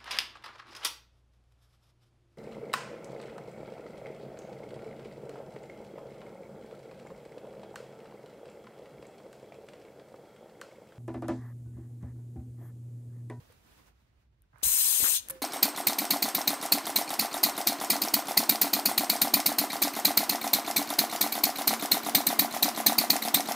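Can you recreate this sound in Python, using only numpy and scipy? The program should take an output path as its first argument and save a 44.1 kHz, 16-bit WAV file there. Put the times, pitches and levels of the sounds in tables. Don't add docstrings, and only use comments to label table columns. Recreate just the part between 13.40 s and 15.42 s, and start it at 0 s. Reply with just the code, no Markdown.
import sys
import numpy as np
from scipy import signal
from scipy.fft import rfft, irfft, next_fast_len
from scipy.io import wavfile
from scipy.ndimage import uniform_filter1d, map_coordinates

SR = 44100
rng = np.random.default_rng(int(sys.argv[2]) if len(sys.argv) > 2 else 0)


def attenuation_scalar(level_db):
    decades = np.asarray(level_db, float) / 20
    return 10 ** decades


def to_wav(s):
    ch = np.atleast_2d(s).T
    pcm = np.round(np.clip(ch, -1, 1) * 32767)
    wavfile.write(sys.argv[1], SR, pcm.astype(np.int16))


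N = 89037
T = np.arange(N) / SR
HIT_T = np.arange(SR // 2) / SR


def unit(x):
    return x / np.sqrt(np.mean(x ** 2) + 1e-20)


def along(points, hz):
    f, v = np.transpose(points)
    return np.interp(np.log(hz + 1), np.log(f + 1), v)


def humps(table, hz):
    return sum(db / (1 + (2 * (hz - c) / w) ** 2) for c, w, db in table)


def wobble(rate):
    return map_coordinates(rng.standard_normal(int(N * rate / SR) + 4), [T * rate])


def filtered(x, response):
    m = next_fast_len(N + 8192)
    return irfft(rfft(x, m) * response(np.fft.rfftfreq(m, 1 / SR)), m)[..., :N]


def bandpass(x, low_hz, high_hz):
    sos = signal.butter(N=2, Wn=[low_hz, high_hz], btype="bandpass", fs=SR, output="sos")
    return signal.sosfilt(sos, x)


def patchy(depth_db, channels):
    z = signal.stft(rng.standard_normal((channels, N)), nperseg=256)[2]
    field = uniform_filter1d(rng.standard_normal(z.shape), 4, 1)
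    field = uniform_filter1d(field, 10, 2)
    return signal.istft(z * attenuation_scalar(depth_db * unit(field)), nperseg=256)[1][:, :N]


def pair(left_db):
    return attenuation_scalar(np.array([[left_db / 2], [-left_db / 2]]))


def add_hit(out, s, sound):
    out[:, round(s * SR):][:, :len(HIT_T)] += sound


def turbulent_air():
    right_lag_s, alike = 0.00012, 0.38
    near, other = patchy(2.2, channels=2)
    late = filtered(near, lambda hz: np.exp(-2j * np.pi * hz * right_lag_s))
    return np.array([near, alike * late + np.sqrt(1 - alike ** 2) * other])


def behind_hand(right):
    # (frequency [Hz], width [Hz], gain [dB])
    far_side = [(4100, 200, -9), (6400, 400, 3), (7600, 800, -3), (8600, 1000, -6), (9800, 300, -3),
                (10600, 700, 2), (11700, 600, -4), (13200, 900, 1)]
    # (frequency [Hz], share of the shading, below 0 it strengthens)
    shadow = [(500, -.3), (1300, -.2), (2400, .2), (4400, .45), (8000, 1), (15000, .95)]
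    # (time [s], shading of the right port [dB])
    hand = [
        (1.23, 7),
        (1.36, 7),
        (1.4, 5.5),
        (1.47, 6),
        (1.5, 10),
        (1.68, 12),
        (1.73, 11),
        (1.77, 4),
    ]
    open_db, shaded_db = 5, 13
    right = filtered(right, lambda hz: attenuation_scalar(humps(far_side, hz)))
    open_side = filtered(right, lambda hz: attenuation_scalar(-open_db * along(shadow, hz)))
    shaded = filtered(right, lambda hz: attenuation_scalar(-shaded_db * along(shadow, hz)))
    passed = attenuation_scalar(-np.interp(T, *np.transpose(hand)))
    share = (passed - attenuation_scalar(-shaded_db)) / (attenuation_scalar(-open_db) - attenuation_scalar(-shaded_db))
    share = np.clip(share, 0, 1.3)
    return share * open_side + (1 - share) * shaded


def jet():
    # (time [s], flow [dB], gap width [dB])
    leak = [
        (1.224, -70, 7),
        (1.234, -25.5, -4.5),
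        (1.265, -26.5, -37),
        (1.4, -26, -21),
        (1.55, -27.5, -9),
        (1.7, -25.5, -18),
        (1.767, -29.5, -1.5),
        (1.798, -46, 5),
        (1.83, -88, -20),
    ]
    # (frequency [Hz], level per Hz [dB])
    hiss = [(180, -43), (300, -33.5), (1210, -23.5), (3840, -11), (4610, -7), (8510, 0), (10000, -3),
            (11800, 0.5), (15700, -4.5)]
    # (frequency [Hz], width [Hz], gain [dB])
    stem = [(950, 108, 8), (4097, 50, 15.5), (4450, 500, -10.5), (5800, 1140, -7), (6100, 200, 3),
            (8140, 100, 4), (8700, 390, 6), (10100, 230, -5), (11740, 270, 6)]
    # (frequency [Hz], level per Hz [dB])
    wide_gap = [(1500, -120), (2300, -9.5), (3750, 7.5), (4600, 4.5), (5600, 0.5), (6500, 9.5), (7200, -11),
                (8000, -120)]
    s, flow_db, gap_db = np.transpose(leak)
    flow = attenuation_scalar(np.interp(T, s, flow_db, left=-120, right=-120) + 6)
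    air = turbulent_air()
    fine = unit(filtered(air, lambda hz: attenuation_scalar(along(hiss, hz) + humps(stem, hz))))
    wide = unit(filtered(air, lambda hz: attenuation_scalar(along(wide_gap, hz))))
    wide = wide * attenuation_scalar(np.interp(T, s, gap_db) - 8)
    left, right = (fine + wide) * flow
    return np.array([left, behind_hand(right)])


def ticks():
    # (time [s], level [dB], frequency [Hz], time to fall 60 dB [s], left over right [dB])
    touches = [
        (0.124, -48, 10800, 0.0072, 8),
        (1.02, -52.5, 11100, 0.0045, 14),
        (1.184, -50, 11300, 0.0068, 16),
        (1.886, -21.5, 11600, 0.0049, 6),
        (1.8983, -27.5, 11000, 0.015, -18),
        (1.9034, -22.5, 11800, 0.021, 5.5),
        (1.9075, -25, 10300, 0.013, 13.5),
        (1.9103, -34, 11000, 0.011, -10),
    ]
    out = np.zeros((2, N + SR))
    for s, db, hz, t60, left_db in touches:
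        grit = rng.standard_normal((2, len(HIT_T))) * attenuation_scalar(-60 * HIT_T / t60)
        bright = bandpass(grit, 0.77 * hz, min(1.18 * hz, 20000))
        body = attenuation_scalar(-11) * bandpass(grit, 1200, 3800)
        add_hit(out, s, attenuation_scalar(db) * pair(left_db) * (bright + body))
    return out[:, :N]


def knocks():
    # (time [s], level [dB], frequency [Hz], time to fall 60 dB [s], left over right [dB])
    bumps = [(.003, -56.5, 483, 0.077, 1), (0.1, -52, 487, 0.044, 6), (0.397, -58, 1100, 0.028, -2),
             (1.038, -68.5, 1530, 0.025, 3), (1.13, -64, 1590, 0.052, 6), (1.138, -51, 119, 0.093, -2),
             (1.23, -23.5, 480, 0.005, 6), (1.246, -38, 53.7, 0.21, 7), (1.265, -39.5, 122, 0.047, 12),
             (1.603, -37.5, 417, 0.0093, -31.5), (1.625, -36, 80, 0.04, -22.5),
             (1.636, -42, 950, 0.029, -27), (1.6435, -28, 1620, 0.0079, -18),
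             (1.682, -44.5, 573, 0.019, -23), (1.9, -46.5, 1053, 0.019, 20), (1.955, -45.5, 361, 0.046, 1)]
    out = np.zeros((2, N + SR))
    for s, db, hz, t60, left_db in bumps:
        fade = attenuation_scalar(db - 60 * HIT_T / t60)
        soft_start = 1 - np.exp(-3 * hz * HIT_T)
        swing = np.sin(2 * np.pi * hz * HIT_T)
        add_hit(out, s, fade * pair(left_db) * swing * soft_start)
    return out[:, :N]


def wheel():
    # (time [s], level [dB])
    blows = [
        (1.899, -54),
        (1.907, -47.5),
    ]
    # (frequency [Hz], level [dB], time to fall 60 dB [s])
    pitches = [(518.7, 3.5, 0.35), (974, -10, 0.091), (1684, -11.5, 0.25), (147, -9.5, 0.12),
               (308, -8, 0.23)]
    sag, sag_s = 0.057, 0.029
    settle = HIT_T + sag * sag_s * (1 - np.exp(-HIT_T / sag_s))
    ring = 0
    for hz, db, t60 in pitches:
        ring = ring + attenuation_scalar(db - 60 * HIT_T / t60) * np.sin(2 * np.pi * hz * settle)
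    out = np.zeros((2, N + SR))
    for s, db in blows:
        add_hit(out, s, attenuation_scalar(db) * pair(-3.1) * ring)
    return out[:, :N]


def rub_band(grit, c):
    width_hz = 800

    def response(hz):
        peak = 1j * hz * width_hz / (c * c - hz * hz + 1j * hz * width_hz)
        return peak * np.exp(-(hz / (2 * c)) ** 4)

    return unit(filtered(grit, response))


def rubs():
    # (time [s], length [s], level [dB], start frequency [Hz], end frequency [Hz])
    strokes = [
        (1.129, 0.15, -64, 1110, 1500),
        (1.616, 0.0585, -43.5, 417, 1420),
        (1.637, 0.052, -41, 1480, 2130),
    ]
    out = np.zeros((2, N))
    for s, length, db, from_hz, to_hz in strokes:
        u = np.clip((T - s) / length, 0, 1)
        grit = rng.standard_normal((2, N)) * attenuation_scalar(4.5 * wobble(400))
        low, high = rub_band(grit, from_hz), rub_band(grit, to_hz)
        press = np.clip(np.minimum(30 * u, 6 * (1 - u)), 0, 1)
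        out += attenuation_scalar(db) * press * ((1 - u) * low + u * high)
    return out * pair(-10)


def sleeve():
    # (time [s], rustle level [dB])
    rustle = [(0, -66.5), (.12, -69), (.24, -71.5), (.36, -67), (0.479, -71), (.54, -79.5), (.63, -76.5),
              (.72, -82), (.82, -78.5), (.9, -85.5), (1.1, -84), (1.2, -72.5), (1.8, -72), (1.86, -64),
              (1.919, -61.5), (2.02, -70.5)]
    # (frequency [Hz], level per Hz [dB])
    cloth_tone = [(120, -16), (200, -2.5), (400, -7), (800, -9), (1630, -10), (7400, -20.5), (11700, -21.5),
                  (15700, -20)]
    bright_from_hz, bright_grows, bright_db = 6500, 0.9, -72
    level_db = np.interp(T, *np.transpose(rustle))
    cloth = unit(filtered(patchy(1.17, channels=2), lambda hz: attenuation_scalar(along(cloth_tone, hz))))
    dull = filtered(cloth, lambda hz: 1 / (1 + (hz / bright_from_hz) ** 4))
    bright = (cloth - dull) * attenuation_scalar(bright_grows * np.minimum(level_db - bright_db, 0))
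    lumps_db = 1.2 * wobble(39.46)
    return (dull + bright) * attenuation_scalar(level_db + 5 + lumps_db) * pair(-3.5)


def yard(x):
    # (frequency [Hz], time to fall 60 dB [s])
    echo_t60 = [(1000, 0.48), (4000, .35), (12000, 0.23)]
    hz, t, z = signal.stft(rng.standard_normal((2, SR // 2)), SR, nperseg=256)
    fade = attenuation_scalar(-60 * t / along(echo_t60, hz)[:, None])
    tail = signal.istft(z * fade, SR, nperseg=256)[1]
    tail = tail / np.linalg.norm(tail[0])
    return signal.fftconvolve(x.mean(0)[None], tail, axes=1)[:, :N]


def road():
    # (frequency [Hz], level per Hz [dB])
    road_tone = [(15, -48), (30, -12.5), (60, -0.5), (130, -6.5), (220, -20), (420, -26), (900, -42),
                 (9000, -66)]
    a, b = patchy(1, channels=2)
    side = filtered(b, lambda hz: along([(60, 0.2), (300, 0.12), (900, 0.84)], hz))
    rumble = unit(filtered(np.array([a + side, a - side]), lambda hz: attenuation_scalar(along(road_tone, hz))))
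    drone_hz = 55 + 5.45 * wobble(10)
    drone = attenuation_scalar(-2 + wobble(5.2)) * np.sin(2 * np.pi * np.cumsum(drone_hz) / SR)
    level_db = -67 - 2 * np.tanh(3 * (T - 0.6))
    return (rumble + drone) * attenuation_scalar(level_db) * pair(-1.7)


def scene():
    air = jet()
    taps = ticks() + knocks() + wheel()
    echo = attenuation_scalar(-12) * pair(6.9) * yard(air + attenuation_scalar(-5) * taps)
    return air + taps + echo + rubs() + sleeve() + road()


def band_limit(x):
    return signal.sosfilt(signal.butter(12, 16870, fs=SR, output="sos"), x)


def record(dry):
    top_hz, bass_hz = 15750, 36

    def limits(hz):
        treble = np.clip((top_hz - hz) / 60, 0, 1) + 0.0003
        return treble / (1 + (bass_hz / (hz + 1)) ** 6)

    return band_limit(filtered(dry, limits))


dry = scene()
out = record(dry)
to_wav(out)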